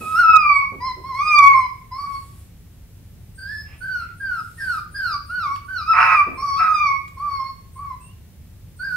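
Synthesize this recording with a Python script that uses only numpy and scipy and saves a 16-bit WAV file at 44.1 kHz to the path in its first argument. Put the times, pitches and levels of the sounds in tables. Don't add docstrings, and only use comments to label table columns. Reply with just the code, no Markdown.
import sys
import numpy as np
from scipy import signal
from scipy.fft import rfft, irfft, next_fast_len
from scipy.io import wavfile
from scipy.ndimage import map_coordinates

SR = 44100
rng = np.random.default_rng(int(sys.argv[2]) if len(sys.argv) > 2 else 0)


def persist_wave(psi):
    counts = np.round(np.clip(psi, -1, 1) * 32767).astype(np.int16)
    wavfile.write(sys.argv[1], SR, np.atleast_2d(counts).T)


N = 395136

AIR_SPECTRUM = [(20, -24), (45, -10), (100, -7), (135, -15), (165, -14), (210, -24), (400, -32), (700, -39),
                (1200, -44), (2000, -43), (4500, -46), (8500, -47), (12500, -45), (15500, -46)]
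AIR_COHERENCE = [(60, 1), (180, 0.82), (550, 0.56), (1650, 0.6), (4970, -0.28), (15000, 0.28)]
HUM_PARTIALS = [(49, -63), (73, -56.5), (99, -55), (168, -61.5), (236, -67.5)]
RUSTLE_SWELLS = [(-.1, 0.222, -45.5), (1.983, 2.462, -56.5), (4.322, 4.601, -56), (4.61, 4.793, -48)]
RUSTLE_SPECTRUM = [(3000, -10), (6500, -12.5), (8200, -1), (9300, -3), (11500, -1), (13000, -3.5),
                   (15000, -22.5)]
PAW_IMPACTS = [(.005, -41, 229), (0.716, -39.5, 231), (.962, -46, 332), (6.263, -35.5, 222)]
# t/s, f/Hz, fundamental/dB, octave/dB, nasal ring/dB
WAIL_CONTOURS = [
    [(0.01, 1296, -31, -33.5, -62), (0.036, 1253, -36, -41, -63), (0.15, 1284, -18.5, -43, -42.5),
     (0.2, 1471, -9.5, -41, -33), (0.256, 1298, -11.5, -38.5, -43), (0.306, 1298, -6.5, -21.5, -44.5),
     (0.424, 1219, -17, -24, -48.5), (0.562, 1124, -19, -18, -47), (0.67, 1087, -28, -35.5, -57.5)],
    [(1.14, 1035, -32, -39, -42.5), (1.198, 1126, -17.5, -29.5, -40), (1.232, 1225, -23.5, -33.5, -42),
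     (1.294, 1231, -13, -18, -38), (1.352, 1189, -15.5, -15.5, -36.5), (1.466, 1113, -5, -17.5, -41),
     (1.484, 1110, -13, -15.5, -44), (1.588, 1048, -16, -33, -40.5), (1.67, 1008, -32.5, -50, -51)],
    [(5.86, 1227, -35, -39, -44), (5.902, 1325, -11.5, -42, -42), (5.928, 1286, -17.5, -30, -41),
     (5.982, 1298, -12.5, -25.5, -46.5), (6.01, 1330, -11, -21.5, -40.5), (6.094, 1234, -15, -19.5, -40),
     (6.132, 1288, -13, -22.5, -42), (6.184, 1181, -15.5, -19, -40.5), (6.22, 1158, -20.5, -28.5, -49)],
    [(6.56, 1138, -20, -43, -43), (6.588, 1327, -29.5, -41, -38), (6.604, 1298, -12.5, -38.5, -46.5),
     (6.622, 1290, -16.5, -37.5, -41), (6.728, 1258, -16.5, -45, -43), (6.768, 1222, -19, -31, -45.5),
     (6.848, 1166, -21, -24.5, -42), (6.89, 1110, -18.5, -26.5, -47), (6.97, 1094, -28, -32, -52.5)],
]
MUZZLE_RESPONSE = [(2900, -9), (3450, -14.5), (3900, -2.5), (4500, -1), (5200, -1), (5900, -7), (7000, -27),
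                   (8500, -12.5), (9700, -22), (11200, -19), (13000, -25.5)]
THROAT_SPECTRUM = [(400, -43), (600, -25), (710, -11.5), (800, -14), (900, -10), (1400, 0), (1750, -9.5),
                   (2100, -11), (2500, -8.5), (2750, -26.5), (3400, -44.5), (5200, -35.5), (7000, -53.5),
                   (10300, -43), (12500, -77)]
NOSE_SPECTRUM = [(1500, -27), (2700, -14), (3400, -19), (4500, 5), (5100, -3), (5900, -19.5), (8500, -5),
                 (11500, -10.5), (15000, -26.5)]
VOICE_BREAKS = [(0.189, 0.205, 0.04), (5.935, 6.039, 0.7), (6.037, 6.151, 0.64), (6.589, 6.682, 0.26)]
# start/s, rise/s, fall/s, linger/s, top f/Hz, low f/Hz, level/dB,
# mouth opening/dB, nasal ring/dB, leading whistle/dB
WHIMPER_ARCHES = [(0.802, 0.06, 0.06, 0, 1054, 979, -25, 2.5, -40, -87),
                  (1.034, 0.045, 0.057, 0.02, 1090, 1006, -28, 0, -47, -71),
                  (1.912, 0.09, 0.16, 0.018, 1140, 1099, -26.5, -1.5, -49, -84),
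                  (3.38, 0.15, 0.085, 0.018, 1743, 1715, -31, -2, -42, -54.5),
                  (3.808, 0.045, 0.18, 0.012, 1559, 1352, -25, -3, -44, -55.5),
                  (4.2, 0.02, 0.19, 0, 1610, 1249, -23.5, -6, -48, -58),
                  (4.577, 0.015, 0.02, 0.016, 1849, 1756, -30.5, -2, -44.5, -61),
                  (4.6, 0.0037, 0.19, 0.0069, 1624, 1188, -23, -4, -42, -52),
                  (4.943, 0.022, 0.18, 0.021, 1641, 1141, -22.5, -2, -36.5, -53.5),
                  (5.293, 0.065, 0.11, 0.095, 1498, 1103, -22.5, 0.5, -41, -55),
                  (5.68, 0.045, 0.095, 0.045, 1547, 1197, -25.5, 1, -44.5, -62),
                  (6.373, 0.075, 0.06, 0.084, 1148, 1099, -21, -2.5, -36.5, -57.5),
                  (7.169, 0.065, 0.16, 0.1, 1170, 1056, -24.5, -2, -45, -64),
                  (7.758, 0.06, 0.13, 0, 1148, 995, -30, -7, -59, -57),
                  (8.793, 0.07, 0.06, 0.13, 1607, 1468, -24, -14, -41, -57)]
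# f/Hz, octave minus fundamental/dB
SHUT_MOUTH_OCTAVE = [(980, -12.5), (1130, -20), (1350, -28.5), (1600, -32.5)]
SNIFF_SWELLS = [(3.66, 3.77, -55), (3.99, 4.13, -58)]
SNIFF_SPECTRUM = [(1300, -6), (2600, 3), (3800, -19), (8000, -30.5)]
CLAW_IMPACTS = [(5.561, -32.5), (7.08, -38.5)]
CLAW_SPECTRUM = [(600, -12.5), (2000, 6), (6000, -9), (15000, -11)]
PUFF_TONES = [(7.998, 0.085, 8750, -53), (7.997, 0.13, 2770, -61.5)]
REVERBERATION_TIME = [(200, 0.72), (1150, 0.42), (2500, 0.5), (5000, 0.45), (12000, 0.083)]
DIRECT_BALANCE = [(500, -3), (1100, 0.5), (2300, -9), (4500, -8.5), (8000, 2.5)]


def amp(db):
    return 10 ** (np.asarray(db) / 20)


def unit(x):
    return x / np.sqrt(np.mean(x ** 2) + 1e-20)


def along(points, hz):
    f, v = np.transpose(points)
    return np.interp(np.log(hz + 1), np.log(f + 1), v)


def wobble(rate, size):
    knots = rng.standard_normal(int(size * rate / SR) + 4)
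    return map_coordinates(knots, [np.arange(size) * rate / SR])


def filtered(x, response):
    m = next_fast_len(x.shape[-1] + 8192)
    return irfft(rfft(x, m) * response(np.fft.rfftfreq(m, 1 / SR)), m)[..., :x.shape[-1]]


def gate(t, start, end, edge):
    return np.sin(np.pi / 2 * np.clip(np.minimum(t - start, end - t) / edge + .5, 0, 1)) ** 2


def add(track, start, sound):
    part = track[max(0, round(start * SR)):][:len(sound)]
    part += sound[:len(part)]


def hiss(spectrum, size):
    return unit(filtered(rng.standard_normal(size), lambda hz: amp(along(spectrum, hz))))


def room_noise(level_db=-43.5):
    def response(hz):
        angle = np.arccos(np.clip(along(AIR_COHERENCE, hz), -1, 1)) / 2
        return amp(along(AIR_SPECTRUM, hz)) * [np.cos(angle), np.sin(angle)]
    mid, side = filtered(rng.standard_normal((2, N)), response)
    return amp(level_db) * unit(np.array([mid + side, mid - side]))


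def hum(drift_db=2, wander_rad=0.33):
    t = np.arange(N) / SR
    return np.sqrt(2) * sum(
        amp(db + drift_db * wobble(16, N)) * np.sin(2 * np.pi * hz * t + wander_rad * wobble(36, N))
        for hz, db in HUM_PARTIALS)


def noise_swells(swells, spectrum, edge):
    t = np.arange(N) / SR
    envelope = sum(amp(db) * gate(t, start, end, edge) for start, end, db in swells)
    return envelope * amp(1.3 * wobble(16, N)) * hiss(spectrum, N)


def paws(t60=0.23, attack_s=0.0072, half_width_hz=30, slap_hz=850):
    track, t = np.zeros(N), np.arange(SR // 3) / SR
    for start, db, body_hz in PAW_IMPACTS:
        body = lambda hz: 1 / (1 + ((hz - body_hz) / half_width_hz) ** 2)
        slap = lambda hz: 0.5 * (hz > body_hz) / (1 + (hz / slap_hz) ** 2) ** 2
        thud = unit(filtered(rng.standard_normal(len(t)), lambda hz: body(hz) + slap(hz)))
        add(track, start, amp(db + 7 - 60 * t / t60) * (1 - np.exp(-t / attack_s)) * thud)
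    return track


def cry(contour, jitter=.006, squeak_jitter=.011, flutter=.042, tremor_db=1.64,
        voice_db=-1.5, octave_db=-2, ring_db=-4, rasp_db=-2, breath_db=-34.5,
        nose_db=-15, nose_hz=5100, focus_db=5.5, whistle_hz=8800, whistle_db=-11):
    times, *columns = np.transpose(contour)
    t = np.arange(times[0] - .01, times[-1] + .02, 1 / SR)
    n = len(t)
    pitch, base, octave, ring = (np.interp(t, times, column) for column in columns)
    rough = np.clip(sum(depth * gate(t, start, end, .018) for start, end, depth in VOICE_BREAKS), 0, 1)
    closed = np.clip((base - octave) / 30, 0, 1)
    pitch *= (1 + jitter * wobble(60, n) + squeak_jitter * closed * wobble(260, n)
              + flutter * np.sqrt(rough) * wobble(300, n))
    phase = 2 * np.pi * np.cumsum(pitch) / SR
    tone = amp(base + voice_db) * np.sin(phase) + amp(octave + octave_db) * np.sin(2 * phase)
    for k in range(3, 12):
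        fray = (.15 + .6 * closed + 1.5 * rough) * wobble(200, n)
        muffled_db = focus_db * closed * (1 - np.exp(-((k * pitch - nose_hz) / 1000) ** 2))
        harmonic_db = ring + ring_db + along(MUZZLE_RESPONSE, k * pitch) - muffled_db
        tone += amp(harmonic_db + 5.9 * wobble(25, n)) * np.sin(k * phase + fray)
    tone *= np.sqrt(2) * amp(tremor_db * wobble(50, n))
    tone *= 1 + 0.58 * np.sqrt(rough) * np.tanh(wobble(250, n))
    carrier = np.sin(2 * np.pi * np.cumsum(whistle_hz * (1 + .025 * wobble(35, n))) / SR)
    chopped = carrier * (1.2 * np.sin(2 * phase) + np.sin(3 * phase))
    sidebands = amp(whistle_db + 2 * wobble(14, n)) * filtered(chopped, lambda hz: hz > whistle_hz)
    nasal = closed ** 2 * amp(ring) * (sidebands + amp(nose_db) * hiss(NOSE_SPECTRUM, n))
    throat = amp(base) * (rough * amp(rasp_db) * rasp(n) + amp(breath_db) * hiss(THROAT_SPECTRUM, n))
    sound = (1 - .5 * rough) * tone + throat + nasal
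    return t[0], sound * gate(t, times[0] + .004, times[-1], edge=.02)


def wails():
    track = np.zeros(N)
    for contour in WAIL_CONTOURS:
        add(track, *cry(contour))
    return track


def rasp(size, rate_hz=179, scatter=0.027, air=0.58, ring_t60=0.026):
    cycles = np.cumsum(rate_hz * (1 + scatter * wobble(150, size))) / SR
    flaps = np.diff(np.floor(cycles), prepend=0) * amp(2.5 * wobble(200, size))
    t = np.arange(SR // 30) / SR
    flap_response = rng.standard_normal(len(t)) * amp(-60 * t / ring_t60)
    ringing = signal.fftconvolve(flaps, flap_response)[:size]
    puffs = unit(ringing) + air * rng.standard_normal(size)
    return unit(filtered(puffs, lambda hz: amp(along(THROAT_SPECTRUM, hz))))


def nose_whistle(length, hz, rise=0.055, waver=0.022):
    t = np.arange(int((length + 0.026) * SR)) / SR
    pitch = hz * (1 - rise * np.exp(-t / 0.045) + waver * wobble(140, len(t)))
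    return np.sqrt(2) * np.sin(2 * np.pi * np.cumsum(pitch) / SR) * gate(t, 0.0086, length, edge=0.018)


def whimper_contour(start, rise, fall, linger, top_hz, low_hz, db, mouth_db, ring_db,
                    scoop_depth=0.115, scoop_s=0.051, recover_hz_per_s=300):
    progress = np.linspace(0, 1, 60)
    t = progress * (rise + fall + linger)
    scoop = scoop_depth * (1 - np.exp(-(np.minimum(t - rise, 0) / scoop_s) ** 2))
    fallen = np.clip((t - rise) / fall, 0, 1) ** 1.45
    recovery = recover_hz_per_s * np.maximum(t - rise - fall, 0)
    pitch = top_hz * (1 - scoop) - (top_hz - low_hz) * fallen + recovery
    effort_db = np.interp(progress, [0, 0.54, 1], [-6.5, 0, -5])
    opening = progress - .5
    base = db + effort_db
    octave = base + along(SHUT_MOUTH_OCTAVE, pitch) + mouth_db + 5 * opening
    ring = ring_db + effort_db + 3.5 * opening
    return np.transpose([start + t, pitch, base, octave, ring])


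def whimpers(lead_s=0.038):
    track = np.zeros(N)
    for start, rise, fall, linger, top_hz, low_hz, db, mouth_db, ring_db, whistle_db in WHIMPER_ARCHES:
        contour = whimper_contour(start, rise, fall, linger, top_hz, low_hz, db, mouth_db, ring_db)
        add(track, *cry(contour, jitter=.0048, squeak_jitter=.012, flutter=.035, tremor_db=1.15,
                        voice_db=-2.1, ring_db=-5, rasp_db=-1, breath_db=-32.5,
                        nose_db=-14, nose_hz=4850, focus_db=13, whistle_db=-11.5))
        whistle_hz = 8733 + 1.6 * (top_hz - low_hz)
        add(track, start - lead_s, amp(whistle_db) * nose_whistle(length=0.085, hz=whistle_hz))
    return track


def claws(t60=0.013):
    track, t = np.zeros(N), np.arange(SR // 3) / SR
    for start, db in CLAW_IMPACTS:
        add(track, start, amp(db - 60 * t / t60) * hiss(CLAW_SPECTRUM, len(t)))
    return track


def voiceless_puff():
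    track = np.zeros(N)
    for start, length, hz, db in PUFF_TONES:
        add(track, start, amp(db) * nose_whistle(length, hz))
    return track


def reverberation(x, tail_db=-7, early_db=-8, early_t60=0.13, width=0.91):
    hz, t, spectra = signal.stft(rng.standard_normal((2, SR)), SR, nperseg=256)
    decay = amp(-60 * t / along(REVERBERATION_TIME, hz)[:, None])
    tail = signal.istft(spectra * decay, SR, nperseg=256)[1][:, :SR]
    early = rng.standard_normal((2, SR)) * amp(-60 * np.arange(SR) / SR / early_t60)
    impulse_response = (amp(tail_db) * unit(tail) + amp(early_db) * unit(early)) / np.sqrt(SR)
    delayed = np.pad(x, (SR // 300, 0))
    mid, side = signal.fftconvolve(delayed[None], impulse_response, axes=1)[:, :N]
    return np.array([mid + width * side, mid - width * side])


def scene(lag_ms=0.037):
    sound = wails() + whimpers() + voiceless_puff() + paws() + claws()
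    sound += noise_swells(SNIFF_SWELLS, SNIFF_SPECTRUM, edge=0.059)
    sound += noise_swells(RUSTLE_SWELLS, RUSTLE_SPECTRUM, edge=0.15)
    sides = np.array([[.5], [-.5]])
    balance = lambda hz: amp(sides * along(DIRECT_BALANCE, hz))
    time_shift = lambda hz: np.exp(2j * np.pi * sides * hz * lag_ms / 1000)
    direct = filtered(sound, lambda hz: balance(hz) * time_shift(hz))
    return direct + reverberation(sound) + room_noise() + hum()


def record(dry, band_limit_hz=15750):
    return filtered(np.clip(dry, -.98, .98), lambda hz: hz < band_limit_hz)


dry = scene()
out = record(dry)
persist_wave(out)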